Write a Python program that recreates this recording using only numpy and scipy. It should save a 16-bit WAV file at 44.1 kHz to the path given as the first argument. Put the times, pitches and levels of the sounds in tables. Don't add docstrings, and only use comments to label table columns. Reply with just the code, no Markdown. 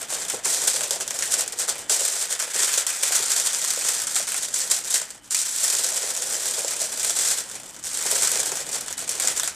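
import sys
import numpy as np
from scipy import signal
from scipy.fft import rfft, irfft
from scipy.io import wavfile

SR = 44100
rng = np.random.default_rng(int(sys.argv[2]) if len(sys.argv) > 2 else 0)


def wav_record(signal):
    frames = np.transpose(np.atleast_2d(signal))
    bounded = np.clip(frames, -1, 1)
    quanta = np.round(bounded * 32767).astype(np.int16)
    wavfile.write(sys.argv[1], SR, quanta)


N = 421155


def amp(db):
    return 10 ** (np.asarray(db) / 20)


def rms_one(x):
    return x / np.sqrt(np.mean(x ** 2) + 1e-20)


def in_time(rows):
    s, *columns = np.transpose(rows)
    return [np.interp(np.arange(N) / SR, s, column) for column in columns]


def at_hz(points, hz):
    table_hz, values = np.transpose(points)
    return np.interp(np.log(hz), np.log(table_hz), values)


def stereo_bands(spectrum, size):
    # (frequency [Hz], side level relative to mid [dB])
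    stereo_width = [(60, -5), (110, -16), (200, -2.5), (380, -15), (700, -25), (1290, -22), (2380, -41.5),
                    (4400, -26), (8120, -8), (15000, -5.5)]
    settle = 2000
    hz = np.maximum(np.fft.rfftfreq(size + settle, 1 / SR), 1)
    coloured = rfft(rng.standard_normal((2, 2, size + settle))) * amp(at_hz(spectrum, hz))
    coloured[:, 1] *= amp(at_hz(stereo_width, hz))
    noise = irfft(coloured, size + settle)
    edges = 25 * 2 ** (np.arange(29) / 3)
    for k, (low, high) in enumerate(zip(edges, edges[1:])):
        if spectrum[0][0] < high and low < spectrum[-1][0]:
            band = signal.butter(2, [low, high], "band", fs=SR, output="sos")
            mid, side = signal.sosfilt(band, noise[k % 2])[:, settle:]
            yield np.sqrt(low * high), mid, side * [[1], [-1]]


def rumble():
    # (frequency [Hz], relative level [dB per Hz])
    room_spectrum = [(15, -47), (25, 0.5), (306, 7), (345, 5.5), (405, -5.5), (655, -18), (816, 1.5),
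                     (1890, -6), (2710, -14), (3000, 5), (3900, -35), (6600, -120)]
    # (time [s], level before the gain below [dB])
    room_levels = [(0.0, -59.5), (1.65, -60.5), (1.83, -56.5), (2.05, -69), (4.15, -60.5), (5.48, -63),
                   (5.77, -65), (6.65, -61.5), (8.85, -56.5), (9.55, -57.5)]
    gain_db = 7.0
    level_db, = in_time(room_levels)
    noise = sum(mid + side for hz, mid, side in stereo_bands(room_spectrum, size=N))
    return amp(level_db + gain_db) * rms_one(noise)


def handling():
    # (time [s], crackle level [dB], folds level [dB], wide panels level [dB])
    rustle = [(0.0, -34, -38, -45.5), (0.42, -49, -38.5, -45), (0.6, -25, -40, -44.5),
              (1.0, -31, -40.5, -44.5), (1.88, -53, -39, -44), (2.05, -23.5, -41, -46.5),
              (2.5, -32, -37, -48), (3.3, -24.5, -39, -49), (3.9, -26, -39, -50.5), (4.5, -28, -41.5, -49),
              (5.0, -33, -43, -52), (5.28, -61, -45.5, -55), (5.45, -24, -41.5, -55.5),
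              (5.8, -25.5, -40, -45.5), (6.9, -30.5, -41, -45.5), (7.3, -20.5, -40, -48),
              (7.5, -38, -41, -46.5), (7.8, -46.5, -43.5, -52), (8.15, -20, -38, -44), (8.7, -35, -40, -45),
              (9.05, -39, -40.5, -47), (9.3, -28, -37.5, -44.5), (9.55, -39, -45, -49)]
    # (end [s], length [s], depth [dB])
    lulls = [(0.08, .04, 5), (1.005, .04, 11), (1.076, .04, 12), (1.144, .03, 7), (2.296, 0.068, 5),
             (2.39, 0.062, 6.5), (2.864, 0.054, 12.5), (4.065, .04, 8), (4.526, 0.069, 10), (4.699, .05, 2),
             (8.51, .02, 11), (8.97, 0.047, 10)]
    # (start of hold [s], hold [s], crackle level [dB])
    bursts = [(0.096, 0.048, -26.5), (0.186, 0.059, -30.5), (0.279, 0.069, -27.5), (0.451, 0.1, -21.5),
              (0.677, 0.007, -19), (0.91, 0.028, -26), (1.01, 0.013, -29.5), (1.092, 0.023, -34),
              (1.148, 0.056, -30.5), (1.226, 0.035, -23.5), (1.311, 0.026, -21.5), (1.377, 0.023, -24),
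              (1.474, 0.005, -32.5), (1.528, 0.003, -39), (1.58, 0.042, -23), (1.69, 0.0073, -21),
              (1.785, 0.0068, -27.5), (1.906, 0.04, -17), (1.995, 0.013, -21), (2.188, 0.021, -26),
              (2.298, 0.02, -27.5), (2.401, 0.021, -25.5), (2.542, 0.17, -23.5), (2.731, 0.074, -23),
              (2.87, 0.009, -26), (3.025, 0.048, -26), (3.129, 0.032, -19), (3.28, 0.1, -26.5),
              (3.463, 0.011, -24), (3.861, 0.069, -24.5), (4.144, 0.027, -22.5), (4.43, 0.03, -31),
              (4.542, 0.066, -23.5), (4.714, 0.031, -22), (4.909, 0.067, -24), (5.112, 0.0043, -43),
              (5.242, 0.004, -40.5), (5.324, 0.036, -22), (5.387, 0.013, -18), (5.626, 0.074, -21.5),
              (5.755, 0.045, -26), (5.83, 0.051, -24), (5.96, 0.044, -28), (6.339, 0.011, -35),
              (6.469, 0.048, -26.5), (6.566, 0.077, -28), (6.802, 0.05, -25), (7.031, 0.017, -22.5),
              (7.688, 0.017, -40), (7.791, 0.0027, -36), (7.85, 0.12, -29), (8.087, 0.037, -23),
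              (8.385, 0.0075, -29), (8.465, 0.0091, -23), (8.546, 0.02, -28.5), (8.728, 0.023, -25),
              (8.819, 0.023, -33.5), (8.924, 0.004, -41), (8.983, 0.011, -26), (9.109, 0.0039, -27),
              (9.216, 0.029, -23.5), (9.369, 0.014, -26.5), (9.44, 0.048, -30.5)]
    rise_db_per_s, fall_db_per_s = 950, 340.5
    usual_db = -28
    folds_follow, panels_follow = 0.62, 0.47

    t = np.arange(N) / SR
    rustle_db, folds_db, panels_db = in_time(rustle)
    for end, length, depth_db in lulls:
        sinking = np.clip((t - end + length) / (.5 * length), 0, 1)
        rustle_db = rustle_db - depth_db * sinking * (t < end)
    power = amp(2 * rustle_db)
    for s, hold, db in bursts:
        near = slice(max(0, int((s - .1) * SR)), int((s + hold + .25) * SR))
        before, after = np.maximum(0, s - t[near]), np.maximum(0, t[near] - s - hold)
        power[near] += amp(2 * (db - rise_db_per_s * before - fall_db_per_s * after))
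    crackle_db = 10 * np.log10(power)
    swing_db = crackle_db - usual_db
    return crackle_db, folds_db + folds_follow * swing_db, panels_db + panels_follow * swing_db


def drift(rate_hz):
    step, settle = 40, 2000
    pole = np.exp(-2 * np.pi * rate_hz * step / SR)
    white = rng.standard_normal(N // step + settle + 2)
    slow = signal.lfilter([1], [1, -2 * pole, pole * pole], white)[settle:]
    return np.interp(np.arange(N) / step, np.arange(len(slow)), rms_one(slow))


def crackle(level_db, per_s, busier, spread_db, clump_db):
    pace = amp(busier * (level_db + 25))
    born = rng.random(N) < per_s * pace / SR
    sizes = amp(spread_db * np.minimum(rng.exponential(1, N), 5)) * rng.choice([-1, 1], N)
    clumps = amp(clump_db * drift(30.3))
    return amp(level_db) * rms_one(born * sizes * clumps / np.sqrt(pace))


def facet(spectrum, colour_db):
    # (frequency [Hz], time to fall 60 dB [s])
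    ring_t60 = [(200, 0.14), (800, 0.046), (3000, 0.15), (8000, 0.081), (15000, 0.098)]
    # (frequency [Hz], time to fall 60 dB [s])
    room_t60 = [(200, 0.11), (2000, 0.77), (8000, 0.04), (15000, 0.046)]
    crack_t60_s, room_db = .013, -13
    t, out = np.arange(SR // 4) / SR, 0
    crack_db = 7 + 2.3 * rng.standard_normal()
    for hz, mid, side in stereo_bands(spectrum, size=len(t)):
        crack = amp(crack_db - 60 * t / crack_t60_s)
        ring = amp(-60 * t / np.clip(at_hz(ring_t60, hz), .005, 1))
        room = amp(room_db - 60 * t / np.clip(at_hz(room_t60, hz), .02, 1))
        build_up = np.minimum(1, t * hz * 0.71)
        dying = (crack + ring + room) * build_up
        band_gain = amp(colour_db * rng.standard_normal())
        out = out + band_gain * (mid + side) * dying / np.linalg.norm(dying)
    return out / np.sqrt(np.sum(out ** 2) / 2)


def rung(clicks, strong, spectrum, colour_db, count):
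    dealt, out = rng.integers(0, count, N), 0
    for k in range(count):
        ring = facet(spectrum, colour_db)
        ring_peak = np.abs(ring.mean(axis=0)).max()
        drive = (clicks + strong / ring_peak) * (dealt == k)
        out = out + signal.oaconvolve(drive[None], ring, axes=1)[:, :N]
    return out


def blows(s, peak_db):
    clicks = np.zeros(N)
    clicks[np.round(s * SR).astype(int)] = amp(peak_db)
    return clicks


def foil():
    # (time [s], peak [dB], folds relative to that peak [dB])
    snaps = [(0.2992, -13, -12), (0.4544, -11, -11), (0.6764, -7, -15), (0.9078, -8.5, -14),
             (1.0081, -15, -8), (1.0779, -10, -18), (1.1074, -9.5, -16), (1.1897, -8, -20),
             (1.2236, -8.5, -11), (1.3214, -12, -19), (1.4082, -7.5, -18), (1.4775, -14, -22),
             (1.5229, -19.5, -22), (1.5883, -11.5, -21), (1.6856, -13.5, -11), (1.8959, -7.5, -14.5),
             (2.399, -13, -9), (2.5618, -8, -16), (2.6903, -14.5, -9.5), (2.8664, -10.5, -14),
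             (3.1218, -12, -7), (3.3179, -8, -14), (3.3987, -4.5, -23), (3.5473, -12, -16),
             (3.7045, -9, -18), (4.0696, -12, -16), (4.1624, -8, -14), (4.2757, -19, -8),
             (4.3191, -13.5, -12), (4.3435, -8, -15), (4.5426, -6.5, -25), (4.615, -12, -18),
             (4.7147, -6.5, -18), (4.9272, -14, -20), (4.9566, -5.5, -16.5), (5.1043, -21.5, -23),
             (5.3073, -13, -20), (5.3462, -7, -14), (5.7853, -10.5, -23), (6.2635, -15, -21),
             (6.6807, -13, -17), (6.996, -14.5, -18), (7.0309, -10.5, -16), (7.8391, -16, -24),
             (8.2342, -11, -14), (8.2726, -6.5, -14), (8.316, -10, -14), (8.4013, -8, -16),
             (8.5185, -10, -16.5), (8.5713, -12, -17), (8.8094, -15, -22), (8.8817, -16, -11),
             (8.9106, -23, -14), (8.9266, -11.5, -22), (8.979, -18, -14), (9.0778, -17, -16),
             (9.0922, -11, -24), (9.1985, -10.5, -14.5), (9.2214, -13, -14), (9.2737, -5, -18.5),
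             (9.3751, -12, -16), (9.3975, -5, -15), (9.4325, -13, -5), (9.4759, -9.5, -14)]
    # (time [s], peak [dB])
    pops = [(0.337, -24.5), (0.457, -27), (0.677, -28), (0.907, -25.5), (0.958, -30), (1.014, -33),
            (1.905, -28.5), (2.013, -25.5), (2.476, -32), (2.554, -31), (3.106, -26.5), (3.195, -27.5),
            (3.4, -33.5), (3.774, -27), (4.2, -27.5), (6.033, -28), (6.578, -27), (6.646, -23),
            (6.814, -27.5), (8.055, -28), (8.123, -24), (8.394, -29), (8.517, -26), (9.243, -27)]
    # (frequency [Hz], relative level [dB per Hz])
    facet_spectrum = [(1470, -24.5), (2500, -19.5), (4170, -9.5), (8140, 0), (13400, -20.5), (15200, -21.5),
                      (16000, -34)]
    # (frequency [Hz], relative level [dB per Hz])
    fold_spectrum = [(550, -16.5), (900, -1), (1400, -1), (2300, 0), (3500, -3.5), (5000, -38)]
    # (frequency [Hz], relative level [dB per Hz])
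    panel_spectrum = [(71, -38), (120, -14), (311, -10), (350, -7.5), (412, -0.5), (604, 7.5), (1050, -6),
                      (1360, -32), (2310, -120)]

    crackle_db, folds_db, panels_db = handling()
    bright = crackle(crackle_db, per_s=1500, busier=.5, spread_db=3.5, clump_db=2.0)
    middle = bright * amp(folds_db - crackle_db + 1.7 * rng.standard_normal(N))
    hollow = bright * amp(panels_db - crackle_db + 3.75 * rng.standard_normal(N))
    s, snap_db, fold_db = np.transpose(snaps)
    pop_s, pop_db = np.transpose(pops)
    small_facets = rung(bright, blows(s, snap_db), facet_spectrum, colour_db=2.0, count=18)
    folds = rung(middle, blows(s, snap_db + fold_db), fold_spectrum, colour_db=5.5, count=10)
    panels = rung(hollow, blows(pop_s, pop_db), panel_spectrum, colour_db=4.0, count=10)
    return small_facets + folds + panels


def scene():
    return foil() + rumble()


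def record(dry):
    return signal.sosfilt(signal.cheby2(16, 75, 15900, fs=SR, output="sos"), dry)


dry = scene()
out = record(dry)
wav_record(out)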